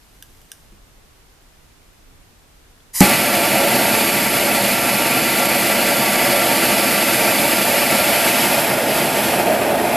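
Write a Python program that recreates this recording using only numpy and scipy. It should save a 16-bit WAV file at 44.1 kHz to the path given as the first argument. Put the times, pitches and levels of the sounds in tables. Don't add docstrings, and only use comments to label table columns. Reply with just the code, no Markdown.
import sys
import numpy as np
from scipy import signal
from scipy.io import wavfile
from scipy.ndimage import uniform_filter1d

SR = 44100
rng = np.random.default_rng(int(sys.argv[2]) if len(sys.argv) > 2 else 0)


def int16_out(signal):
    q = np.round(np.clip(np.atleast_2d(signal).T, -1, 1) * 32767)
    wavfile.write(sys.argv[1], SR, q.astype(np.int16))


N = 439236

GAS_S, LIGHT_S = 2.929, 3.005
EDGE_HZ = 14210
FRAME = 4096
HOP = FRAME // 4
T = np.arange(N) / SR
HZ = np.fft.rfftfreq(FRAME, 1 / SR)
FRAME_S = np.arange(-(-N // HOP) + 1) * HOP / SR


def amp(db):
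    return 10 ** (np.asarray(db) / 20)


def evened(x):
    return x / np.sqrt(np.mean(x ** 2) + 1e-20)


def read(points, hz=HZ):
    f, value = np.transpose(points)
    return np.interp(np.log(hz + 1), np.log(f), value)


def follow(rows, t):
    s, *columns = np.transpose(rows)
    return [np.interp(t, s, c) for c in columns]


def band_level(db, lo, hi):
    in_band = (HZ >= lo) & (HZ <= hi)
    return 10 * np.log10(np.mean(amp(db) ** 2 * in_band))


def add(mix, s, sound):
    part = mix[..., round(s * SR):][..., :sound.shape[-1]]
    part += sound[..., :part.shape[-1]]


def filtered(x, order, hz, kind):
    return signal.sosfilt(signal.butter(order, hz, kind, fs=SR, output="sos"), x)


def wander(top_hz, count=24):
    rates = np.geomspace(top_hz / 10, top_hz, count)
    sines = np.sin(2 * np.pi * (rates * FRAME_S[:, None] + rng.random(count)))
    return evened(sines.sum(1, keepdims=True))


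def noise(db, likeness=None):
    if likeness is None:
        # (frequency [Hz], likeness [0-1])
        likeness = [(20, 0.85), (150, .99), (1000, 0.98), (2200, 1), (4500, 0.98), (6800, 0.96),
                    (7600, 0.89), (10000, 0.76), (11400, 0.86), (13000, .79), (14000, .58)]
    # (frequency [Hz], left minus right [dB])
    balance = [(30, 1.5), (130, -1.8), (650, -1.4), (1100, -0.4), (6800, -0.1), (7800, -0.8), (10500, -2.1),
               (13200, -1)]
    # (frequency [Hz], phase by which left leads [rad])
    lead = [(7000, 0.011), (9500, 0.41), (14000, 0.27)]
    frames = dict(nperseg=FRAME, noverlap=FRAME - HOP)
    a, b = signal.stft(rng.standard_normal((2, N)), **frames)[2].transpose(0, 2, 1)
    same = np.clip(read(likeness), 0, 1)
    lean = amp(read(balance) / 2)
    right = (same * a + np.sqrt(1 - same ** 2) * b) * np.exp(-1j * read(lead))
    pair = np.array([a * lean, right / lean]) * amp(db)
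    return signal.istft(pair.transpose(0, 2, 1), **frames)[1][:, :N]


def reflections(x, early_db, early_t60, late_db, late_t60):
    t = T[:SR // 2]
    early, late = amp(-60 * t / early_t60), amp(-60 * t / late_t60)
    early_part = amp(early_db) * early / np.linalg.norm(early)
    late_part = amp(late_db) * late / np.linalg.norm(late)
    scatter = noise(0)[:, SR:SR + len(t)]
    response = (early_part + late_part) * scatter
    return x + signal.oaconvolve(x[None], response, axes=1)[:, :N]


def room():
    # (frequency [Hz], relative density [dB per Hz])
    room_shape = [(12, -30), (20, 0), (42, 0), (60, -8), (122, -13), (217, -20), (302, -20), (346, -23),
                  (443, -24.5), (522, -26.5), (14000, -41.5)]
    # (frequency [Hz], left-right likeness [0-1])
    room_likeness = [(60, 0.88), (180, 0.48), (530, 0.16), (1550, 0.15), (4600, 0.04), (13600, 0.02)]
    swell_db, swell_hz = 1.4, 4
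    db = read(room_shape)
    low = 1 / (1 + (HZ / 260) ** 2)
    rumble_db = -52.3 + swell_db * wander(swell_hz) - band_level(db, 20, 200)
    hiss_db = -53 - band_level(db, 300, 14000)
    return noise(db + low * rumble_db + (1 - low) * hiss_db, room_likeness)


def flux(bubbles_per_s=6000):
    # (time [s], level [dB])
    sizzle = [(0, -60), (.3, -57), (.62, -57.5), (.8, -67)]
    bursts = rng.standard_normal(N) * (rng.random(N) < bubbles_per_s / SR)
    fizz = filtered(bursts, 1, 1800, "high")
    return evened(fizz) * amp(follow(sizzle, T)[0])


def spits(spray_db=7, spray_s=0.0011):
    # (time [s], level applied to ring and spray [dB])
    spit_times = [(0.225, -28), (0.4164, -44), (.5173, -25), (0.723, -52)]
    # (frequency [Hz], relative level [dB], t60 [s])
    pipe_modes = [(1630, -11.5, 0.017), (2930, -5.5, 0.0096), (3500, -10, .007), (5170, -7, .007),
                  (5930, -1, 0.0062), (8300, -10, .005), (10500, -10, .005), (11700, -2, 0.0054)]
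    out, t = np.zeros(N), T[:SR // 10]
    for s, db in spit_times:
        ring = 0
        for hz, level, t60 in pipe_modes:
            ring = ring + amp(level - 60 * t / t60) * np.sin(2 * np.pi * (hz * t + rng.random()))
        spray = amp(spray_db) * rng.standard_normal(len(t)) * np.exp(-(t / spray_s) ** 2)
        spray = filtered(spray, 2, 8500, "high")
        onset = 1 - np.exp(-t / 0.00036)
        add(out, s, amp(db) * (ring + spray) * onset)
    return reflections(out, early_db=-6, early_t60=0.043, late_db=-9, late_t60=0.38)


def handling():
    # (time [s], initial level [dB], frequency [Hz], t60 [s])
    knocks = [(0.723, -47, 200, 0.16), (.724, -52, 338, .12), (2.805, -46, 3400, .02)]
    out, t = np.zeros(N), T[:SR // 4]
    for s, db, hz, t60 in knocks:
        add(out, s, amp(db - 60 * t / t60) * np.sin(2 * np.pi * hz * t))
    return reflections(out, early_db=-12, early_t60=.05, late_db=-12, late_t60=.3)


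def gas(tube_hz=995, bounce=.52, rise_s=0.03, level_db=-21.5):
    # (frequency [Hz], relative density [dB per Hz])
    gas_shape = [(100, -26), (600, -19), (1000, -13.5), (1400, -19), (2000, -7), (2600, -13), (3700, -15),
                 (5000, -4.5), (8000, -3), (12400, 0), (14000, -9)]
    echo = bounce / (1 + (HZ / 11000) ** 2) * np.exp(-2j * np.pi * HZ / tube_hz)
    db = read(gas_shape) - 20 * np.log10(abs(1 - echo))
    valve = np.clip((T - GAS_S) / rise_s, 0, 1) ** 1.5
    unlit = np.exp(-np.maximum(T - LIGHT_S, 0) / 0.098)
    return noise(db - band_level(db, 200, EDGE_HZ) + level_db) * valve * unlit


def ignition(crack_db=-5, crack_s=0.006, whump_delay_s=0.00262):
    # (frequency [Hz], level before onset [dB], t60 [s])
    air_modes = [(241, 9, .03), (195, 0.5, 0.11), (130, -9, 0.064), (60, -18, .1), (345, -9.5, 0.14),
                 (586, -15, 0.12), (831, -9.5, 0.15)]
    out, t = np.zeros(N), T[:SR // 3]
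    crack = evened(filtered(rng.standard_normal(len(t)), 1, 3500, "high"))
    add(out, LIGHT_S, amp(crack_db) * crack * np.exp(-(t / crack_s) ** 2))
    whump = -sum(amp(db - 60 * t / t60) * np.sin(2 * np.pi * hz * t) for hz, db, t60 in air_modes)
    onset = 1 - np.exp(-t / 0.0012)
    add(out, LIGHT_S + whump_delay_s, whump * onset)
    return reflections(out, early_db=-10, early_t60=0.055, late_db=-11, late_t60=.25)


def comb_db(angle):
    # (unshifted delay [ms], strength before filtering, negative = inverted)
    surface_echoes = [(1.37, .09), (1.875, -0.063), (3.47, 0.1), (4.82, -0.17), (5.815, 0.14),
                      (6.615, 0.09), (7.92, -.07)]
    wobble_ms, wobble_hz = .015, 1.2
    sooner_ms_per_deg, working_deg = .0026, 8
    ceiling_ms, ceiling_gain = 4.985, .215
    hollow_ms, hollow_gain, hollow_deg = .436, .29, 32
    glove_ms, glove_gain, glove_shift_ms, glove_hz = .75, .11, .09, 1
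    phase_per_ms = -2j * np.pi * HZ / 1000

    shift_ms = wobble_ms * wander(wobble_hz) - sooner_ms_per_deg * (angle - working_deg)
    surfaces = sum(gain * np.exp(phase_per_ms * ms) for ms, gain in surface_echoes)
    surfaces = surfaces * HZ / (HZ + 600)
    ceiling = ceiling_gain * np.exp(phase_per_ms * ceiling_ms)
    treble_loss = 1 + (HZ / 11000) ** 2
    far = (surfaces + ceiling) * np.exp(phase_per_ms * shift_ms) / treble_loss

    turned = 1 - np.exp(-(angle / hollow_deg) ** 2)
    hollow = -hollow_gain * turned * HZ / (HZ + 2400) * np.exp(phase_per_ms * hollow_ms)
    glove_delay_ms = glove_ms + glove_shift_ms * wander(glove_hz)
    glove = glove_gain * HZ / (HZ + 2500) * np.exp(phase_per_ms * glove_delay_ms)
    return 20 * np.log10(abs(1 + far + hollow + glove))


def flame(flutter_db=0.56, flare_db=5.2, flare_s=.145, gust_db=.6, gust_hz=6):
    # (frequency [Hz], relative density [dB per Hz])
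    flame_shape = [(20, -38), (60, -21), (110, -8), (200, -8.5), (420, -3.5), (650, -5.5), (1050, -12),
                   (2250, -3), (3700, -13), (4600, -9), (5850, -15), (8000, -14.5), (11400, -9.5),
                   (13000, -11), (14200, -15)]
    # (frequency [Hz], two standard deviations [Hz], lift [dB])
    resonances = [(134, 22, 7.5), (204.7, 20.5, 12.5), (247, 33, 10.5), (330, 77, 6.5), (391, 31, -7.5),
                  (569, 21, 8), (692, 78, 7.5), (857, 41, 6.5), (917, 37, 11), (1155, 22.6, 10),
                  (1190, 15, 3), (1362, 40, 7.5), (1660, 11, 4.5), (2014, 28, 4.5), (2407, 30, 2.5),
                  (2580, 39.6, -5), (2590, 76, 5.5), (2890, 31, 5.5), (3444, 37, 4.5), (4540, 77, 2.5),
                  (5760, 260, -4), (7350, 330, 2.5), (11300, 500, 3), (12500, 260, 3)]
    # (time [s], angle [degrees])
    torch_angle = [(3.25, 1), (4.0, 15), (4.2, 4), (5.4, 3), (6.8, 13), (7.95, 11), (8.3, 30), (8.53, 46),
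                   (8.8, 77), (8.96, 59), (9.11, 72), (9.25, 61), (9.5, 84), (9.8, 90), (9.92, 84)]
    # (time [s], contact [0-1])
    pipe_contact = [(3.3, .05), (3.6, .62), (4.2, .08), (5.3, .06), (5.7, .28), (6.2, .46), (7.05, .14),
                    (7.3, .6), (7.5, .18), (8.6, .33), (8.9, .5), (9.3, .45), (9.5, .96), (9.77, .9),
                    (9.92, .35)]
    beam_deg, beam_loss = 27, .0025
    rush_hz, rush_drop_hz = 680, 70
    blur_deg = 88

    angle = follow(torch_angle, FRAME_S[:, None])[0]
    contact = follow(pipe_contact, FRAME_S[:, None])[0]
    roar_db = -25.3 + 1.5 * contact
    rush_db = -24.6 + 8 * contact + gust_db * wander(gust_hz)
    hiss_db = -20.2 - beam_loss * (angle - beam_deg) ** 2
    lift_db = sum(db * np.exp(-2 * ((HZ - hz) / width) ** 2) for hz, width, db in resonances)
    steady_db = read(flame_shape) + lift_db

    rush = np.exp(-(np.log((HZ + 1) / (rush_hz - rush_drop_hz * contact)) / 0.43) ** 2)
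    hiss = np.clip(np.log((HZ + 1) / 800) / np.log(4200 / 800), 0, 1)
    db = steady_db + (1 - rush) * (1 - hiss) * (roar_db - band_level(steady_db, 100, 450))
    db = db + rush * (1 - hiss) * (rush_db - band_level(steady_db, 500, 800))
    db += hiss * (hiss_db - band_level(steady_db, 4000, 14000))
    db -= .5 * (angle / blur_deg) ** 2 * (lift_db - uniform_filter1d(lift_db, size=25))

    age = np.maximum(T - LIGHT_S, 0)
    flutter = evened(filtered(rng.standard_normal(N), 2, 25, "low"))
    onset = 1 - np.exp(-age / 0.0054)
    swell_db = flare_db * np.exp(-(age / flare_s) ** 2) + flutter_db * flutter
    return noise(db + comb_db(angle)) * onset * amp(swell_db)


def scene():
    return room() + flux() + spits() + handling() + gas() + ignition() + flame()


def record(dry):
    clipped = dry / (1 + abs(dry) ** 6) ** (1 / 6)
    lowpass = signal.firwin(1023, EDGE_HZ, window=("kaiser", 8), fs=SR)
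    return signal.oaconvolve(clipped, lowpass[None], "same")


dry = scene()
out = record(dry)
int16_out(out)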